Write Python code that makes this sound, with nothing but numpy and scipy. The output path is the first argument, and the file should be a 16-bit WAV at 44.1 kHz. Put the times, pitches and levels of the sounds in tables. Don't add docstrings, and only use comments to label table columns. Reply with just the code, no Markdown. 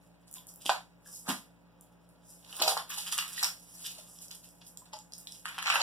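import sys
import numpy as np
from scipy import signal
from scipy.fft import rfft, irfft, next_fast_len
from scipy.io import wavfile
from scipy.ndimage import map_coordinates

SR = 44100
rng = np.random.default_rng(int(sys.argv[2]) if len(sys.argv) > 2 else 0)


def makeup_ratio(level_db):
    decades = np.asarray(level_db, float) / 20
    return 10 ** decades


def master(y):
    cut = np.clip(np.atleast_2d(y).T, -1, 1)
    pcm = np.round(cut * 32767)
    wavfile.write(sys.argv[1], SR, pcm.astype(np.int16))


N = 256641


def unit(x):
    return x / np.sqrt(np.mean(x ** 2) + 1e-20)


def along(points, hz):
    point_hz, value = np.transpose(points)
    return np.interp(np.log(hz + 1), np.log(point_hz + 1), value)


def filtered(x, response):
    m = next_fast_len(N + 8192)
    return irfft(rfft(x, m) * response(np.fft.rfftfreq(m, 1 / SR)), m)[..., :N]


def wander(nodes_per_s):
    return map_coordinates(rng.standard_normal(N // 100), [np.arange(N) * nodes_per_s / SR])


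def grains(spectrum, per_s, clump_db):
    hit = rng.random(N) < per_s / SR
    clicks = hit * rng.standard_normal(N) * makeup_ratio(clump_db * wander(60))
    return unit(filtered(clicks, lambda hz: makeup_ratio(along(spectrum, hz))))


def bursts(events, cycles, rough, edge, gain_db, crackle_s=0):
    out, t = np.zeros(N + SR), np.arange(SR // 10) / SR
    for s, db, hz in events:
        ring = np.sin(2 * np.pi * hz * t) * np.exp(-t * hz / cycles)
        noise = rng.standard_normal(len(t)) * np.exp(-t / (cycles / hz + crackle_s))
        ring = ring + rough * noise
        highpass = signal.butter(4, edge * hz, "high", fs=SR, output="sos")
        lowpass = signal.butter(3, min(1.9 * hz, 17000), fs=SR, output="sos")
        ring = signal.sosfilt(lowpass, signal.sosfilt(highpass, ring))
        out[round(s * SR):][:len(t)] += makeup_ratio(db + gain_db) * ring / np.abs(ring).max()
    return out[:N]


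# frequency in Hz, relative density in dB per Hz.
AIR = [(30, -46), (80, -44), (140, 14), (300, 7), (600, 12), (1200, -2.5), (2500, -4), (4500, -24),
       (9000, -56.5), (15500, -9)]
# frequency in Hz, correlation from 0 to 1.
AIR_ALIKE = [(60, 0.217), (150, 0.17), (300, 0.66), (700, 0.116)]


def room_air():
    def mid_side_gain(hz):
        angle = np.arccos(np.clip(along(AIR_ALIKE, hz), -1, 1)) / 2
        return makeup_ratio(along(AIR, hz)) * [np.cos(angle), np.sin(angle)]
    mid, side = filtered(rng.standard_normal((2, N)), mid_side_gain)
    return makeup_ratio(-66.0) * unit(np.array([mid + side, mid - side]))


# frequency in Hz, left rms in dB, right rms in dB,
# left phase lead in radians.
HUM = [(42.7, -88, -98, .3), (57.2, -70.5, -75, -1.5), (89.2, -87, -83, .3), (114.4, -81, -76, .3),
       (119.9, -78, -81, .3), (171.6, -66, -67, -.3), (178.7, -77, -69, -.5), (239.9, -77, -87, .3),
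       (286, -72, -73, -.9), (343.2, -89, -85, .3), (514.8, -84, -84, .3), (850, -82, -82, .3),
       (972, -84, -84, .3)]


def appliance_hum():
    t, hum = np.arange(N) / SR, np.zeros((2, N))
    for hz, left_db, right_db, lead_rad in HUM:
        phase = 2 * np.pi * (hz * t + rng.random()) + [[lead_rad], [0]]
        hum += makeup_ratio([[left_db], [right_db]]) * np.sqrt(2) * np.sin(phase)
    return hum


# frequency in Hz, t60 in seconds.
ROOM_T60 = [(200, 0.21), (800, 0.23), (3000, 0.22), (8000, 0.27), (15000, 0.29)]
# frequency in Hz, correlation from 0 to 1.
ECHO_ALIKE = [(250, .85), (700, .1)]


def room(x):
    out, step = np.zeros((2, N + 2 * SR)), SR // 8
    for start in range(0, N, step):
        hz, t, z = signal.stft(rng.standard_normal((2, SR // 2)), SR, nperseg=256)
        alike = along(ECHO_ALIKE, hz)[:, None]
        z = np.array([z[0], alike * z[0] + np.sqrt(1 - alike ** 2) * z[1]])
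        decay = makeup_ratio(-60 * t / along(ROOM_T60, hz)[:, None])
        tail = signal.istft(z * decay, SR, nperseg=256)[1]
        tail = tail * (1 - np.exp(-np.arange(tail.shape[1]) / SR / .005))
        wet = signal.fftconvolve(x[None, start:start + step], tail / np.linalg.norm(tail[0]), axes=1)
        out[:, start:start + wet.shape[1]] += wet
    return out[:, :N]


# start in seconds, relative peak in dB, pitch in Hz.
THUDS = [(0.656, -38.5, 297), (1.285, -27, 219), (1.297, -25, 261.4), (1.322, -32.5, 251), (2.6, -37, 344)]


def thuds():
    return bursts(THUDS, cycles=1.8, rough=0.4, edge=0.7, gain_db=-3.5)


# start in seconds, relative peak in dB, pitch in Hz.
HOLLOWS = [(0.37, -56, 1008), (0.696, -24, 737), (0.704, -39, 670), (0.698, -27, 1534), (1.06, -49, 1680),
           (2.63, -33.5, 630.5), (2.679, -31, 760), (2.722, -32.5, 805), (2.912, -44.5, 1670),
           (2.976, -45, 835), (3.128, -41, 1240), (3.19, -46, 1204), (3.378, -29.5, 1923),
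           (3.432, -39, 834), (3.85, -48, 1640), (3.985, -50, 632), (4.82, -56, 1002), (4.934, -40.5, 851),
           (4.938, -49, 623), (5.46, -38, 1270)]


def hollows():
    return bursts(HOLLOWS, cycles=9.1, rough=0.31, edge=0.89, gain_db=-0.5)


# start in seconds, relative peak in dB, pitch in Hz.
POPS = [(0.368, -49.5, 990), (0.6579, -34, 705), (0.6941, -11.5, 937), (0.718, -40, 1070),
        (1.2788, -33, 790), (1.286, -23.5, 940), (2.6163, -17, 743), (2.6629, -22, 715), (2.6776, -14, 750),
        (2.7201, -27, 805), (2.7685, -17.5, 942), (2.902, -38, 1420), (2.976, -47, 930),
        (3.1276, -29.5, 1380), (3.179, -27.5, 1577), (3.428, -22, 1255), (3.9908, -54, 670),
        (4.308, -58, 1130), (4.933, -37, 800), (5.4558, -20.5, 1560), (5.581, -25.5, 1290),
        (5.6268, -23.5, 1630), (5.66, -24.5, 1170), (5.6796, -16.5, 1410), (5.701, -12.5, 1375),
        (5.7567, -18.5, 1040), (5.812, -28, 803)]


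def pops():
    return bursts(POPS, cycles=0.5, rough=0.06, edge=0.66, gain_db=-4.0)


# peak time in seconds, swell in seconds per 20 dB (8 ms at least),
# relative levels in dB of fibre crackle, crease rattle and sheet flutter.
CRUMPLES = [(0.022, 0.05, -64, -91, -85), (0.28, 0.01, -51.5, -68, -91), (0.36, 0.0149, -44, -47, -74),
            (0.49, 0.0244, -45.5, -71, -69), (0.56, -0.03, -62, -70, -78), (0.623, 0.03, -50, -57.5, -75),
            (0.659, 0.0124, -33, -33.5, -46.5), (0.68, 0.0179, -44, -42, -59.5),
            (0.698, 0.0014, -30.5, -25, -26.5), (0.72, -0.0046, -38.5, -40, -42),
            (0.76, -0.0152, -64, -45, -37), (1.07, 0.04, -52, -64, -65), (1.147, 0.0853, -45, -69, -99),
            (1.196, -0.01, -39.5, -83, -84), (1.292, 0.0231, -29, -34, -33),
            (1.308, 0.0145, -39, -38.5, -32.5), (1.357, 0.06, -54, -53.5, -61), (2.1, -0.2, -70, -89, -92),
            (2.304, 0.07, -49.5, -74.5, -78), (2.501, 0.13, -51.5, -57, -62),
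            (2.532, 0.02, -51.5, -48, -56.5), (2.57, 0.05, -41, -48.5, -59), (2.607, 0.0215, -41, -36, -39),
            (2.622, -0.0041, -25.5, -24, -26.5), (2.684, 0.0267, -25.5, -26, -33.5),
            (2.775, -0.0013, -32.5, -35.5, -28), (2.907, 0.0262, -38.5, -42, -42),
            (2.939, 0.03, -40.5, -43.5, -55), (2.985, 0.0631, -39.5, -41.5, -53),
            (3.069, 0.026, -37.5, -40, -44.5), (3.126, 0.0151, -27, -35.5, -38.5),
            (3.186, 0.015, -30, -38, -31.5), (3.218, 0.0437, -45.5, -50, -43.5),
            (3.31, 0.2145, -45.5, -54, -61.5), (3.371, 0.004, -34, -45.5, -66),
            (3.392, 0.0631, -35, -39, -49.5), (3.435, 0.0213, -31.5, -33.5, -33),
            (3.68, 1.1, -57.5, -89.5, -87), (3.82, 0.22, -50, -63, -65.5), (3.862, 0.07, -43.5, -41.5, -78),
            (3.987, 0.02, -46.5, -49, -61.5), (4.1, 0.37, -54.5, -70, -80), (4.162, 0, -48, -57, -66),
            (4.225, 0.0349, -44.5, -58.5, -82), (4.315, -0.0329, -42, -45, -49),
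            (4.351, -0.04, -42.5, -58, -68), (4.448, 0.03, -49, -60.5, -70),
            (4.617, -0.19, -62.5, -52, -56.5), (4.67, 0.03, -49, -74, -80), (4.86, 0, -53.5, -56.5, -62),
            (4.934, 0, -47, -43.5, -45), (4.966, 0.01, -51.5, -55, -67), (5.137, -0.05, -49, -54, -68),
            (5.19, 0.1, -56, -69.5, -72), (5.275, 0, -49, -59, -73), (5.327, 0.1, -51, -60, -83),
            (5.457, -0.02, -38.5, -43.5, -34.5), (5.489, 0, -40.5, -53, -34),
            (5.545, 0.06, -50.5, -53, -49.5), (5.586, -0.025, -41.5, -41, -29),
            (5.627, -0.02, -41, -37.5, -34), (5.694, 0.0524, -38, -36, -27),
            (5.746, 0.03, -35.5, -36.5, -28), (5.81, 0.03, -38, -28.5, -30)]
# relative levels in dB of fibres, creases and sheet.
REST_DB = (-80.5, -79.5, -76.5)


def handling():
    s, swell_s, *levels = np.transpose(CRUMPLES)[:, :, None]
    tails = (1.45, 1.73, 2.08)
    t = np.arange(0, N + 64, 64) / SR
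    away = (t - s) / np.maximum(swell_s, .008)
    curves = []
    for db, tail, rest_db in zip(levels, tails, REST_DB):
        drop_db = 20 * np.where(away < 0, -away, away / tail)
        power = makeup_ratio(2 * rest_db) + makeup_ratio(2 * (db - drop_db)).sum(0)
        curves.append(np.interp(np.arange(N) / SR, t, 10 * np.log10(power)))
    return curves


# frequency in Hz, relative density in dB per Hz.
FIBRES = [(2500, -42.5), (5000, 0), (8000, 4.5), (10500, 7.5), (13000, -1.5), (15500, -7.5)]
# frequency in Hz, relative density in dB per Hz.
CREASES = [(1000, -20.5), (1900, -3.5), (2800, 4.5), (4500, 5.5), (7500, -5), (12000, -53.5)]
# multiple of its pitch, relative level in dB.
SHEET = [(.12, -92), (.3, -39.5), (.62, -9.5), (.85, -4.5), (1.1, -5), (1.6, -3.5), (4, -18.5), (9, -63)]
SHEET_HZ = [600, 800, 1050, 1400, 1850, 2400]


def sheet_flutter():
    pop_s, _, pop_hz = np.transpose(POPS)
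    pitch_hz = np.interp(np.arange(N) / SR, pop_s, pop_hz)
    near = np.array([np.exp(-(np.log(pitch_hz / hz) / .2) ** 2) for hz in SHEET_HZ])
    near = near / np.linalg.norm(near, axis=0)
    flutter = np.zeros(N)
    for share, hz in zip(near, SHEET_HZ):
        spectrum = [(hz * multiple, db) for multiple, db in SHEET]
        flutter += share * grains(spectrum, per_s=800, clump_db=2)
    return flutter


def rustle():
    fibre_db, crease_db, sheet_db = handling()
    fibres = makeup_ratio(fibre_db) * grains(FIBRES, per_s=4000, clump_db=3)
    creases = makeup_ratio(crease_db) * grains(CREASES, per_s=1400, clump_db=2.5)
    return fibres + creases + makeup_ratio(sheet_db) * sheet_flutter()


def small_snaps(count):
    when = rng.random(count)
    size, pitch = rng.standard_normal((count, 2)).T
    fibre_db = handling()[0][(when * N).astype(int)]
    db = fibre_db + 6 + 3 * size
    hz = np.minimum(7000 * np.exp(.3 * pitch), 13000)
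    return np.transpose([when * N / SR, db, hz])


# start in seconds, relative peak in dB, centre in Hz.
SNAPS = [(0.313, -32, 10900), (0.3275, -29, 10800), (0.335, -40, 10500), (0.3399, -24, 9100),
         (0.3832, -38, 3430), (0.4695, -33, 10500), (0.5395, -32, 11100), (0.5595, -30.5, 10700),
         (0.618, -33, 10100), (0.6628, -16.5, 3230), (0.6935, -15.5, 2640), (0.6987, -17.5, 4450),
         (1.068, -44, 5500), (1.184, -37.5, 10200), (1.301, -24, 3300), (1.363, -43, 3200),
         (1.8104, -35.5, 9900), (2.0906, -43, 10600), (2.4883, -38.5, 10000), (2.5274, -30.5, 3000),
         (2.5666, -18.5, 9650), (2.616, -20, 8900), (2.6205, -13.5, 2760), (2.6215, -12, 7700),
         (2.6767, -18, 2900), (2.682, -12.5, 4940), (2.9018, -37, 2850), (2.903, -25, 8060),
         (2.91, -25, 10400), (2.936, -40, 7800), (2.985, -28, 2950), (3.063, -30, 8250),
         (3.0677, -30, 3100), (3.124, -30, 5400), (3.1285, -20, 9400), (3.133, -25.5, 3400),
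         (3.1793, -12.5, 8730), (3.184, -37, 5240), (3.1868, -24, 2820), (3.191, -35, 3320),
         (3.28, -27, 9500), (3.29, -31, 10000), (3.428, -22.5, 3930), (3.43, -9, 7700), (3.4338, -11, 5350),
         (3.437, -15.5, 4640), (3.444, -11, 5500), (4.188, -34, 5640), (4.283, -35.5, 6450),
         (4.3087, -34, 3220), (4.3126, -28, 6500), (4.326, -41, 7550), (4.349, -37, 8000),
         (4.489, -38, 8200), (4.6715, -48, 8350), (4.6893, -45, 9300), (4.7729, -26.5, 7350),
         (4.935, -30, 5140), (4.9402, -30, 4900), (4.989, -31, 6560), (5.1218, -34, 4870),
         (5.1355, -26.5, 5070), (5.181, -31, 8500), (5.1855, -28, 9200), (5.2716, -25, 3960),
         (5.322, -28.5, 5300), (5.455, -33, 2920), (5.481, -28, 2980), (5.581, -26, 2680),
         (5.659, -19, 2540), (5.671, -14, 3120), (5.7012, -12.5, 2850), (5.706, -11.5, 2640),
         (5.7562, -13, 2720)]


def snaps():
    events = [*SNAPS, *small_snaps(count=110)]
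    return bursts(events, cycles=2.75, rough=0.71, edge=0.66, gain_db=-2.5, crackle_s=.0007)


def direct(x):
    lag, lean = wander(9), wander(9)
    side = np.array([[1], [-1]])
    read_at = np.arange(N) + .00007 * SR * side * lag
    return makeup_ratio(1.5 * side * lean) * map_coordinates(x, [read_at], mode="mirror")


def scene():
    sharp = snaps() + pops() + hollows() + thuds()
    soft = rustle()
    echo = room(makeup_ratio(-0.5) * sharp + makeup_ratio(-3.0) * soft)
    return direct(sharp + makeup_ratio(-2.5) * soft) + echo + room_air() + appliance_hum()


# frequency in Hz, gain in dB.
LEFT_PORT = [(200, 0.5), (600, -3.5), (8000, -2), (11000, -2.5), (15000, -1.5)]


def microphone_ports(x):
    return filtered(x, lambda hz: makeup_ratio([along(LEFT_PORT, hz), 0 * hz]) / (1 + (hz / 15500) ** 60))


# frequency in Hz, share fed across (ahead of the bass cut).
CROSS = [(100, 0.13), (300, 0.44), (700, 0.61), (3000, 0.84), (7000, 0.51), (10000, 0.2), (15000, 0.14)]


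def widened(ports):
    delay_s = 1 / 2175.5

    def crossing(hz):
        bass_cut = hz ** 4 / (hz ** 4 + 330 ** 4)
        share = np.clip(along(CROSS, hz), 0, 1)
        return share * bass_cut * np.exp(-2j * np.pi * hz * delay_s)
    return ports - filtered(ports[::-1], crossing)


def roll_off(x):
    return signal.sosfilt(signal.butter(12, 16260, fs=SR, output="sos"), x)


def record(dry):
    mix = widened(microphone_ports(dry))
    return roll_off(mix)


dry = scene()
out = record(dry)
master(out)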